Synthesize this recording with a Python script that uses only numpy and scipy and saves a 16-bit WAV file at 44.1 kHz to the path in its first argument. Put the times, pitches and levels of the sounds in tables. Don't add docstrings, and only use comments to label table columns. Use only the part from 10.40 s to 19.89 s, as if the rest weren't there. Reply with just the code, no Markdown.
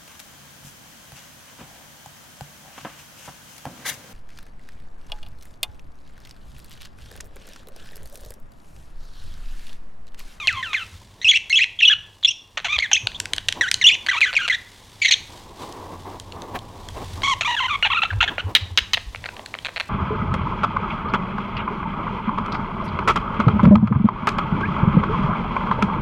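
import sys
import numpy as np
from scipy import signal
from scipy.fft import rfft, irfft, next_fast_len
from scipy.io import wavfile
from scipy.ndimage import map_coordinates

SR = 44100
rng = np.random.default_rng(int(sys.argv[2]) if len(sys.argv) > 2 else 0)


def unload_audio(sound):
    columns = np.transpose(np.atleast_2d(sound))
    steps = np.round(np.clip(columns, -1, 1) * 32767)
    wavfile.write(sys.argv[1], SR, steps.astype(np.int16))


N = 418509
TOP_HZ = 16300


def amp(db):
    return 10 ** (np.asarray(db) / 20)


def unit(x):
    return x / np.sqrt(np.mean(x ** 2) + 1e-20)


def along(points, hz):
    f, v = np.transpose(points)
    return np.interp(np.log(hz + 1), np.log(f + 1), v)


def at_time(points, s):
    return np.interp(s, *np.transpose(points))


def curve(points):
    return at_time(points, np.arange(N) / SR)


def wobble(rate, size):
    knots = rng.standard_normal(int(size * rate / SR) + 4)
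    return map_coordinates(knots, [np.arange(size) * rate / SR])


def add(track, s, x):
    part = track[max(round(s * SR), 0):][:len(x)]
    part += x[:len(part)]


def filtered(x, response):
    m = next_fast_len(N + 8192)
    return irfft(rfft(x, m) * response(np.fft.rfftfreq(m, 1 / SR)), m)[..., :N]


def noise(colour):
    return unit(filtered(rng.standard_normal(N), lambda hz: amp(along(colour, hz))))


def ring(colour, size=256):
    cepstrum = irfft(np.log(amp(along(colour, np.fft.rfftfreq(size, 1 / SR))) + 1e-6))
    cepstrum[1:size // 2] *= 2
    cepstrum[size // 2 + 1:] = 0
    return irfft(np.exp(rfft(cepstrum)))


def progress(length):
    return np.linspace(0, 1, max(int(length * SR), 64))


def effort(glide, db_per_octave):
    return db_per_octave * np.log2(glide / glide.max())


def sing(s, glide, level_db, overtones_db, rough, hiss_db=-36,
         waver=0.011, quaver=0.051, jitter=0.13, jitter_rate=900,
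         shimmer_db=3, flutter_db=1.68, hoarse_db=-4, airy_db=-30, attack=0.00094, release=0.0041):
    # (time [s], level [dB])
    treble = [(0, 4), (.4, -2.5), (.9, 4), (1.5, -8.5), (1.9, 3), (2.5, 0), (3.25, 10), (3.5, 0), (4, 2.5),
              (4.7, 6), (6.9, 7), (7.3, -6), (7.5, -16.5), (8, -5.5)]
    # (frequency [Hz], level [dB])
    partials = [(600, -0.5), (1050, -0.5), (1400, -5), (2200, 1.5), (3250, 0.5), (4050, -10.5),
                (4800, -20.5), (6000, -21), (7000, -32), (8500, -36), (10500, -41.5), (16000, -54.5)]
    # (frequency [Hz], level [dB])
    throat = [(400, -17), (1200, -8.5), (2100, 15.5), (3200, 16), (4150, 9), (4900, -10), (6200, -15),
              (8000, -22), (11000, -38.5), (16000, -58.5)]
    # (frequency [Hz], level [dB])
    air_colour = [(1000, -37), (3000, 2.5), (6000, 5), (8000, -12.5), (11000, -14), (16000, -16.5)]

    overhang = int(0.75 * release * SR)
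    glide, level_db, overtones_db, rough = (
        np.pad(np.broadcast_to(c, glide.shape), (0, overhang), 'edge')
        for c in (glide, level_db, overtones_db, rough))
    n = len(glide)
    t = np.arange(n) / SR

    slow_wander = (waver + quaver * rough) * wobble(236.2, n)
    fast_jitter = jitter * rough * wobble(jitter_rate, n)
    phase = 2 * np.pi * np.cumsum(glide * (1 + slow_wander + fast_jitter)) / SR

    treble_db = at_time(treble, s)
    tone = amp(along(partials, glide)) * np.sin(phase)
    for k in range(2, min(int(TOP_HZ / glide.mean()), 14) + 1):
        hz = k * glide
        lift_db = overtones_db * along([(6500, 1), (9000, 0.2)], hz)
        db = lift_db + along(partials, hz) + treble_db * along([(3500, 0.17), (5000, 1)], hz)
        tone += amp(db + flutter_db * wobble(175, n)) * np.sin(k * phase)

    puffs = signal.lfilter(ring(throat), 1, rng.standard_normal(n) * (1 + np.sin(phase)))
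    above_pitch = signal.butter(4, 1.13 * glide.min(), 'high', fs=SR, output='sos')
    puffs = signal.sosfilt(above_pitch, puffs)
    tone = unit(tone) + (amp(hoarse_db) * rough + amp(airy_db)) * unit(puffs)
    hiss = unit(signal.lfilter(ring(air_colour), 1, rng.standard_normal(n)))
    tone += amp(hiss_db + treble_db) * hiss

    unsteady = amp(shimmer_db * rough * wobble(571, n) + flutter_db * wobble(175, n))
    gate = np.clip(t / attack, 0, 1) * np.clip((t[-1] - t) / release, 0, 1)
    return s, amp(level_db) * gate * unit(tone * unsteady)


def slides(settle=.036):
    # (time [s], length [s], first pitch [Hz], last pitch [Hz], level [dB], overtones [dB])
    calls = [(0, 0.066, 1298, 1063, -28.5, 1.5), (.078, .082, 2923, 1127, -9.5, -8.5),
             (0.161, .057, 1090, 1030, -29, -7), (.227, 0.1, 2047, 1233, -22.5, -3.5),
             (0.344, 0.095, 2600, 1327, -15.5, -1.5), (2.423, 0.04, 2330, 1660, -17, -5),
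             (3.413, 0.02, 2244, 1776, -15.5, 4), (3.814, .039, 2595, 1966, -9, -2),
             (3.965, 0.016, 2550, 2106, -10, -1), (4.098, 0.021, 2098, 1914, -14, -8.5)]
    for s, length, first_hz, last_hz, db, overtones_db in calls:
        fallen = 1 - np.exp(-length * progress(length) / settle)
        glide = first_hz * (last_hz / first_hz) ** (fallen / fallen[-1])
        level_db = db + effort(glide, db_per_octave=19)
        yield sing(s, glide, level_db, overtones_db, rough=.19, hiss_db=-28.5)


def rustle_level(edge=0.034):
    # (time [s], level before trim [dB])
    stir = [(0, -56), (1.9, -62.5), (2.6, -55.5), (3.6, -50.5), (4.3, -57), (4.8, -55.5), (5.3, -46),
            (6.4, -45), (7.4, -51.5), (7.9, -44), (8.6, -55.5), (9.2, -50), (9.49, -53)]
    # (time [s], length [s], level before trim [dB])
    shuffles = [(2.593, 0.42, -50), (3.138, .11, -39), (4.866, 0.25, -46.5), (5.169, 0.419, -39),
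                (5.622, 0.18, -39), (5.906, .3, -38), (6.123, 0.077, -32), (6.532, .12, -34.5),
                (6.73, 0.17, -39.5), (7.864, 0.095, -38), (8.038, 0.11, -36.5), (8.882, .2, -45)]
    t, gain = np.arange(N) / SR, amp(curve(stir))
    for s, length, db in shuffles:
        ramps = np.clip(np.minimum(t - s, s + length - t) / edge, 0, 1)
        gain = np.maximum(gain, amp(db) * ramps)
    return 20 * np.log10(gain)


def background(rustle_db=1, hiss_db=5.0, rumble_db=2.0, rustle_patchy_db=2.0, grain_db=2,
               rumble_patchy_db=2.26, bright_db=-13, brighten=3.2):
    # (time [s], level before trim [dB])
    feathers = [(0, -56.5), (.5, -53.5), (.7, -61.5), (2.1, -66), (2.5, -60.5), (3.3, -56.5), (4.5, -55.5),
                (5, -52.5), (5.13, -60), (5.23, -48), (5.33, -56), (6.15, -60), (6.4, -56.5), (6.68, -49.5),
                (6.97, -54.5), (7.4, -57.5), (8.1, -60.5), (8.9, -55.5), (9.49, -57.5)]
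    rumble_level = [(0, -48.5), (1.2, -55.5), (2, -58.5), (2.9, -46), (3.6, -54.5), (4.7, -53),
                    (5.6, -45.5), (6.3, -48), (6.7, -37), (7.3, -46.5), (8.2, -46), (9.49, -49.5)]
    # (frequency [Hz], level [dB])
    rustle_colour = [(80, -11.5), (140, -6), (340, 0), (650, -4.5), (980, 0.5), (1130, -2.5), (1350, -17),
                     (2200, -22.5), (4000, -35), (8000, -38.5)]
    hiss_colour = [(1180, -4.5), (2000, -0.5), (2520, -3), (3520, 2.5), (4320, -1.5), (5840, -4.5),
                   (8220, -8), (15500, -20)]
    rumble_colour = [(12, -47.5), (20, -3), (65, -9), (92, -1.5), (105, -2), (129, -13.5), (156, -13.5),
                     (220, -16), (290, -27.5), (480, -120)]
    edge_colour = [(800, -16.0), (1400, 0.0), (2100, -3.5), (3500, -10.0), (8000, -25.0)]

    low = rustle_level()
    swell = low + rustle_db + rustle_patchy_db * wobble(45, N)
    dull = amp(swell) * noise(rustle_colour)
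    edge_db = low.max() + bright_db + brighten * (swell - low.max())
    edge = amp(edge_db) * noise(edge_colour)
    hiss = amp(curve(feathers) + hiss_db + grain_db * wobble(210, N)) * noise(hiss_colour)
    rumble_swell = curve(rumble_level) + rumble_db + rumble_patchy_db * wobble(6.8, N)
    return dull + edge + hiss + amp(rumble_swell) * noise(rumble_colour)


def clicks(rise=0.00058, soft_hz=6500, size=900, run_loss_db=0.5):
    # (time [s], level [dB], tilt towards the treble [dB per band],
    # ring of the upper over the lower middle band [dB])
    singles = [(0.072, -15.5, 2.5, 6.5), (.127, -38, 11.5, -9), (0.34, -29, 4, -22),
               (1.097, -31.5, 8.5, -4.5), (1.2524, -49, -1.5, 1.5), (1.8277, -36.5, -5, 11),
               (2.383, -23, -5, 3), (2.3873, -20.5, -1, 23), (2.67, -14.5, 0, 6.5), (2.717, -35, 0, 2),
               (2.8006, -22, 12, -8), (2.8556, -26.5, 8, -15), (2.934, -15.5, 5, 1), (2.963, -33, 10, -8),
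               (2.981, -20, 1, 7.5), (3.1244, -20.5, 6, -1), (3.3138, -13.5, 9.5, -11),
               (3.3414, -18.5, 11, 5), (4.7057, -30.5, -3.5, -7), (4.7123, -20, 7.5, 10),
               (5.3244, -52, 19, 5), (5.7985, -37.5, 12, 1), (5.9217, -35, 2.5, 6), (6.0194, -37, 9, -1),
               (6.189, -41, 8.5, 9), (6.4863, -34, 8, -4), (6.8192, -28.5, -4, 6),
               (7.4255, -19.5, -4.5, -10), (7.9802, -28.5, -13, -10), (8.747, -35.5, -12.5, -9),
               (8.7583, -33, -1, -7), (8.8397, -30.5, -5.5, -4), (8.85, -40, -11, 0),
               (8.888, -30, -6.5, -5), (8.9657, -35, -1, 0), (8.9935, -36, -12.5, 9), (9.06, -31, 5, -3),
               (9.14, -26.5, -6.5, -5), (9.1495, -32, -10, 8), (9.187, -30, -2, 5)]
    # (time [s], level of the first [dB], tilt [dB per band], count, spacing [s])
    rattles = [(2.1845, -30, -3, 3, .0078), (3.0845, -15, 5, 2, 0.0032), (3.6635, -22, -0.5, 2, 0.005),
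               (3.8065, -20.5, 1, 2, 0.0063), (3.9287, -24.5, -3, 3, 0.007),
               (4.078, -19.5, -0.5, 3, 0.0042), (7.727, -38, -14, 2, 0.0048),
               (8.5715, -23, -6.5, 2, 0.0043), (8.857, -27, -5, 2, .004), (9.2476, -23.5, -2.5, 4, 0.0065),
               (9.284, -34.5, -10.5, 2, 0.0055), (9.3605, -25, -5, 4, 0.0057),
               (9.3985, -20.5, -3, 3, 0.0054)]
    # (low edge [Hz], high edge [Hz])
    click_bands = [(500, 1350), (1450, 2800), (2800, 4450), (5100, 15000)]
    band_db = [-14.5, -2, -2.5, -15.5]

    track, t = np.zeros(N), np.arange(size) / SR
    bands = [signal.butter(5, edges, 'band', fs=SR, output='sos') for edges in click_bands]
    soften = signal.butter(3, soft_hz, fs=SR, output='sos')
    puff = t / rise * np.exp(-t / rise)

    runs = [(s + k * spacing, db - k * run_loss_db, tilt, 0)
            for s, db, tilt, count, spacing in rattles for k in range(round(count))]
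    steps = np.arange(len(bands)) - (len(bands) - 1) / 2
    middle = abs(steps) < 1
    for s, click_db, tilt, ring_db in list(singles) + runs:
        levels = click_db + np.array(band_db) + (tilt + ring_db * middle) * steps
        for band, db in zip(bands, levels):
            part = signal.sosfilt(np.vstack([band, soften]), puff * rng.standard_normal(size))
            add(track, s, amp(db) * part / np.linalg.norm(part) * np.sqrt(.003 * SR))
    return track


def bumps():
    # (time [s], level at the peak [dB], mean pitch [Hz], length scale [s])
    knocks = [(0.126, -37, 97, 0.064), (0.516, -39, 92, 0.084), (0.536, -46, 45, 0.09),
              (0.843, -38.5, 94, 0.028), (2.36, -35.5, 65, 0.069), (2.629, -30.5, 94, 0.056),
              (6.515, -32, 90, 0.064), (6.595, -44, 40, 0.092), (6.721, -33, 89, 0.13),
              (7.709, -22.5, 99, 0.135), (7.744, -27.5, 55.6, 0.14), (8.039, -22, 91, 0.077),
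              (8.214, -25, 91.4, 0.06), (8.304, -28, 89, 0.064), (8.411, -31.5, 57, 0.042),
              (8.662, -29.5, 50.7, 0.066)]
    track = np.zeros(N)
    for s, db, hz, length in knocks:
        n = int(2 * length * SR)
        u = np.arange(n) / (0.28 * length * SR)
        phase = 2 * np.pi * np.cumsum(hz * (1 + 0.069 * wobble(40, n))) / SR
        add(track, s, amp(db) * np.sqrt(2) * (u * np.exp(1 - u)) ** 2 * np.sin(phase))
    return track


def grunts():
    # (time [s], length [s], first pitch [Hz], last pitch [Hz], level [dB])
    notes = [(0.331, 0.0069, 1160, 926, -18.5), (2.172, .011, 644, 568, -19), (2.245, 0.031, 894, 595, -16),
             (2.514, .011, 937, 796, -17.5), (7.009, .013, 660, 630, -17.5), (7.45, 0.026, 888, 823, -16.5),
             (7.632, .016, 877, 594, -14), (7.827, 0.021, 897, 677, -12.5)]
    for s, length, first_hz, last_hz, db in notes:
        glide = first_hz * (last_hz / first_hz) ** progress(length)
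        level_db = db + effort(glide, db_per_octave=22.5)
        yield sing(s, glide, level_db, overtones_db=2.5, rough=0.72, hiss_db=-14)


def chatter(arch_octaves=0.1175):
    # (time [s], length [s], middle pitch [Hz], fall [octaves], level [dB], overtones [dB])
    syllables = [(.815, 0.024, 2000, -0.11, -32.5, 8), (1.101, 0.021, 2180, -.1, -19.5, 8),
                 (1.497, .024, 1718, -.15, -14.5, 5), (1.52, .018, 1568, .18, -14.5, 8.5),
                 (1.832, 0.0064, 3780, .1, -20, -8), (2.283, 0.054, 1200, -0.135, -25, 6.5),
                 (2.324, 0.0434, 1236, 0.058, -20.5, 10), (2.395, 0.015, 2130, -0.233, -22.5, 6),
                 (2.746, .022, 3580, -0.12, -32.5, -4), (3.685, 0.0186, 1880, -0.3, -14, -5.5),
                 (3.71, 0.016, 1583, .3, -20.5, -6.5), (3.731, .03, 1110, 0.37, -22, -1.5),
                 (3.763, 0.025, 1244, -0.43, -21, 0), (3.855, 0.023, 1702, -.15, -23, -7),
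                 (3.879, .03, 1500, .1, -28, -7), (3.951, .01, 2780, 0.034, -22.5, 8),
                 (3.988, 0.0293, 1626, .05, -24.5, -9.5), (4.019, 0.049, 1456, 0, -25.5, -3),
                 (4.122, 0.035, 1809, -0.225, -21, -2.5), (6.833, .039, 1117, 0, -19.5, -2.5),
                 (6.875, .063, 1111, .18, -18, -9), (7.028, 0.0099, 1370, .1, -24.5, 0),
                 (7.047, .028, 1184, -0.2, -21.5, -2), (7.075, .04, 983, 0.052, -20.5, -6.5),
                 (7.112, 0.041, 972, 0, -22, -3.5), (7.165, .035, 1625, 0.4, -21, -3.5),
                 (7.202, .04, 1033, 0.15, -21.5, -5), (7.241, 0.028, 1064, 0.092, -21, -3.5),
                 (7.282, .02, 1435, .35, -24, -4), (7.3, 0.0322, 1214, .05, -22, -7),
                 (7.332, .029, 1162, 0, -21.5, -4.5), (7.429, 0.022, 1460, 0, -15.5, 7),
                 (7.501, 0.011, 1120, -0.22, -19, -3), (7.514, .025, 1213, 0.64, -17, 2.5),
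                 (7.545, 0.019, 1282, 0, -19.5, 2.5), (7.567, .028, 1376, .1, -18, -3),
                 (7.619, 0.013, 1377, -.15, -16.5, 3), (7.651, 0.012, 1323, -.2, -22.5, -1.5),
                 (7.704, 0.011, 1670, 0.19, -23.5, -19), (7.805, 0.019, 1453, .05, -14, -1),
                 (7.877, 0.018, 1660, 0.052, -21, -4), (7.983, 0.0256, 1480, 0.023, -25.5, -5)]
    # (time [s], roughness [0-1])
    roughness = [(.8, 0.3), (1.1, .05), (1.5, 0.23), (2.3, 0.18), (3.7, .27), (4.1, 0.31), (6.85, 0.16),
                 (7.3, 0.18), (7.6, .17), (7.8, 0.4), (8, 0.6)]
    for s, length, hz, fall, db, overtones_db in syllables:
        u = progress(length)
        glide = hz * 2 ** (fall * (.5 - u) - arch_octaves * (2 * u - 1) ** 2)
        level_db = db + effort(glide, db_per_octave=6)
        yield sing(s, glide, level_db, overtones_db, at_time(roughness, s), hiss_db=-24)


def motifs():
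    melody = [(0, .84), (.12, .765), (.245, .81), (.32, .98), (.48, 1), (.53, .7), (.63, .57), (.88, 0.84),
              (.93, 0.83), (1, .73)]
    roughness = [(0, .08), (.3, .08), (.46, .14), (.54, 0.4), (.64, 0.35), (.72, 0.19), (.87, 0.2),
                 (.92, 0.7), (1, 0.71)]
    # (time [s], length [s], time of the drop within it [s], top pitch [Hz], depth of the swings,
    # level [dB], swell [dB per octave], fade after the drop [dB], overtones [dB])
    renditions = [(.845, 0.13, 0.069, 3353, 1, -8.5, 19, 0, 2.5),
                  (1.127, .117, .055, 3380, 1, -9.5, 13, 2.5, 5),
                  (3.44, .115, .049, 3450, .8, -6, 15, 12.5, 5.5)]
    for s, length, drop, hz, depth, db, swell_db, fade_db, overtones_db in renditions:
        u = np.interp(progress(length), [0, drop / length, 1], [0, .5, 1])
        glide = hz * at_time(melody, u) ** depth
        level_db = db + effort(glide, swell_db) - fade_db * np.clip(2 * u - 1, 0, 1)
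        yield sing(s, glide, level_db, overtones_db, at_time(roughness, u), hiss_db=-32)


def whistles():
    # (time [s], pitch [Hz], level [dB], overtones [dB])
    free_curves = [
        [(1.389, 3220, -19.5, -3), (1.4, 3200, -25.5, -1.5), (1.403, 3480, -21, 10), (1.413, 1807, -18, 5)],
        [(1.418, 2990, -21, 9), (1.432, 2700, -9, 9.5), (1.449, 2600, -14.5, 0.5), (1.455, 3404, -5.5, 0),
         (1.466, 3300, -14, -3), (1.472, 2876, -18.5, 11), (1.487, 2900, -4, 4), (1.493, 2970, -14, 16),
         (1.497, 2790, -26, -3.5)],
        [(1.847, 3380, -5.5, -6), (1.859, 3515, -5, -8.5), (1.866, 3335, -31, 2), (1.87, 2790, -29, 24.5),
         (1.89, 2767, -12, 19), (1.904, 2840, -32.5, 14.5), (1.911, 3395, -16.5, 12), (1.921, 2450, -35, 13)],
        [(2.531, 2855, -7.5, 15.5), (2.536, 3190, -14, 26.5), (2.547, 2490, -16.5, 12), (2.563, 3670, -13, 3),
         (2.565, 1970, -20.5, 6), (2.571, 2530, -23, 3), (2.58, 2520, -19, 11)],
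        [(3.21, 1990, -6, -6.5), (3.224, 1770, -23, -6.5), (3.236, 1587, -19.5, -14), (3.26, 1415, -25, -14),
         (3.275, 1580, -29, -15), (3.29, 2000, -24, -1)],
    ]
    for points in free_curves:
        times, *columns = np.transpose(points)
        length = times[-1] - times[0]
        now = times[0] + length * progress(length)
        glide, db, overtones_db = (np.interp(now, times, c) for c in columns)
        yield sing(times[0], glide, db, overtones_db, rough=0.18)


def squawk(arch_octaves=.08):
    # (time [s], length [s], first pitch [Hz], last pitch [Hz], level [dB], overtones [dB], roughness [0-1])
    bursts = [(4.616, 0.028, 2350, 2050, -17, 8, 0.5), (4.646, 0.016, 2080, 2173, -10.5, 4.5, 0.7),
              (4.664, 0.0134, 2380, 1910, -17, 3, 0.9), (4.68, 0.018, 1975, 1814, -16, 10, 0.4),
              (4.709, .009, 2280, 2455, -10, 17.5, .85), (4.718, 0.025, 2067, 1590, -7.5, 19, 0.7)]
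    for s, length, first_hz, last_hz, db, overtones_db, rough in bursts:
        u = progress(length)
        glide = first_hz * (last_hz / first_hz) ** u * 2 ** (arch_octaves * np.sin(np.pi * u))
        level_db = db + effort(glide, db_per_octave=26.5)
        yield sing(s, glide, level_db, overtones_db, rough, hiss_db=-26, attack=.003, jitter=.07)


def warble():
    # (frequency [Hz], level [dB])
    beak = [(500, -7), (900, 0), (4100, 0.5), (5000, -9.5), (5900, 1), (7000, 5.5), (9000, -4.5),
            (14000, -14)]
    song = np.zeros(N)
    for kind in (slides, grunts, chatter, motifs, whistles, squawk):
        for s, sound in kind():
            add(song, s, sound)
    return signal.fftconvolve(song, ring(beak))[:N]


def rasps(scatter=0.23, hoarse_db=-9, crack_life=0.0015, droop=0.11, uneven_db=3, onset=0.00041):
    # (time [s], length [s], level [dB], fade over the rasp [dB], opening crack [dB],
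    # first and last pulse rate before scatter [Hz])
    harsh_calls = [(8.1508, 0.026, -8.5, 9.5, -5, 602, 314.6),
                   (8.3751, 0.021, -13, 2.1, -1.5, 745.6, 401.7),
                   (8.5338, .018, -13.5, 1.8, -4.5, 765, 481)]
    # (frequency midway [Hz], width [Hz], level [dB])
    modes = [(2034, 135, -3), (2967, 200, 4.5), (3710, 250, 3)]
    # (frequency [Hz], level [dB])
    crack_colour = [(300, -36), (700, -23), (1300, -4.5), (2200, -4.5), (4000, 2), (5000, -11.5),
                    (6300, -11.5), (8000, -35.5), (15000, -46)]

    track, colour = np.zeros(N), ring(crack_colour)
    for s, length, db, fade_db, crack_db, first_hz, last_hz in harsh_calls:
        n = int(length * SR)
        t = np.arange(n) / SR
        rate = np.geomspace(first_hz, last_hz, n) * np.exp(scatter * wobble(500, n))
        pulse = np.diff(np.floor(np.cumsum(rate) / SR), prepend=-1) > 0
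        age = t - np.maximum.accumulate(t * pulse)
        sink = 1 + droop * (.5 - t / length)

        buzz = np.zeros(n)
        for hz, width, level in modes:
            strength = amp(level + uneven_db * wobble(336, n))
            buzz += strength * np.exp(-np.pi * width * age) * np.sin(2 * np.pi * hz * sink * age)
        buzz *= 1 - np.exp(-age / onset)

        air = unit(signal.lfilter(colour, 1, rng.standard_normal(n)))
        body = amp(db - fade_db * t / length) * (unit(buzz) + amp(hoarse_db) * air)
        crack = amp(crack_db) * np.exp(-(t / crack_life) ** 2) * air
        closing = np.clip((length - t) / 0.0058, 0, 1)
        add(track, s, closing * (body + crack))
    return track


def room(x, wet_db=-17, near_db=-20, near_life=0.014, build=0.0026):
    # (frequency [Hz], time to fade by 60 dB [s])
    fade_times = [(200, 0.24), (1200, .5), (3000, 0.39), (6000, 0.41), (12000, 0.2)]
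    hz, t, z = signal.stft(rng.standard_normal(int(.7 * SR)), SR, nperseg=256)
    fading = z * amp(-60 * t / along(fade_times, hz)[:, None])
    tail = signal.istft(fading, SR, nperseg=256)[1]
    t = np.arange(len(tail)) / SR
    tail = tail * (1 - np.exp(-t / build))
    near = rng.standard_normal(len(t)) * np.exp(-t / near_life) * (t > .001)
    echo = amp(wet_db) * tail / np.linalg.norm(tail) + amp(near_db) * near / np.linalg.norm(near)
    return x + signal.fftconvolve(x, echo)[:N]


def scene(width_db=-62, side_echo_db=-30):
    birds = warble() + clicks() + rasps()
    mid = room(birds) + bumps() + background()
    wide_hiss = noise([(100, 19.5), (1000, -0.5), (4000, -8.5), (8000, 6.5), (15000, 15.5)])
    wide_echo = room(birds) - birds
    side = amp(width_db) * wide_hiss + amp(side_echo_db) * wide_echo
    return np.array([mid + side, mid - side])


def record(dry, hardness=8):
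    rounded = dry / (1 + np.abs(dry) ** hardness) ** (1 / hardness)
    return filtered(rounded, lambda hz: hz < TOP_HZ)


dry = scene()
out = record(dry)
unload_audio(out)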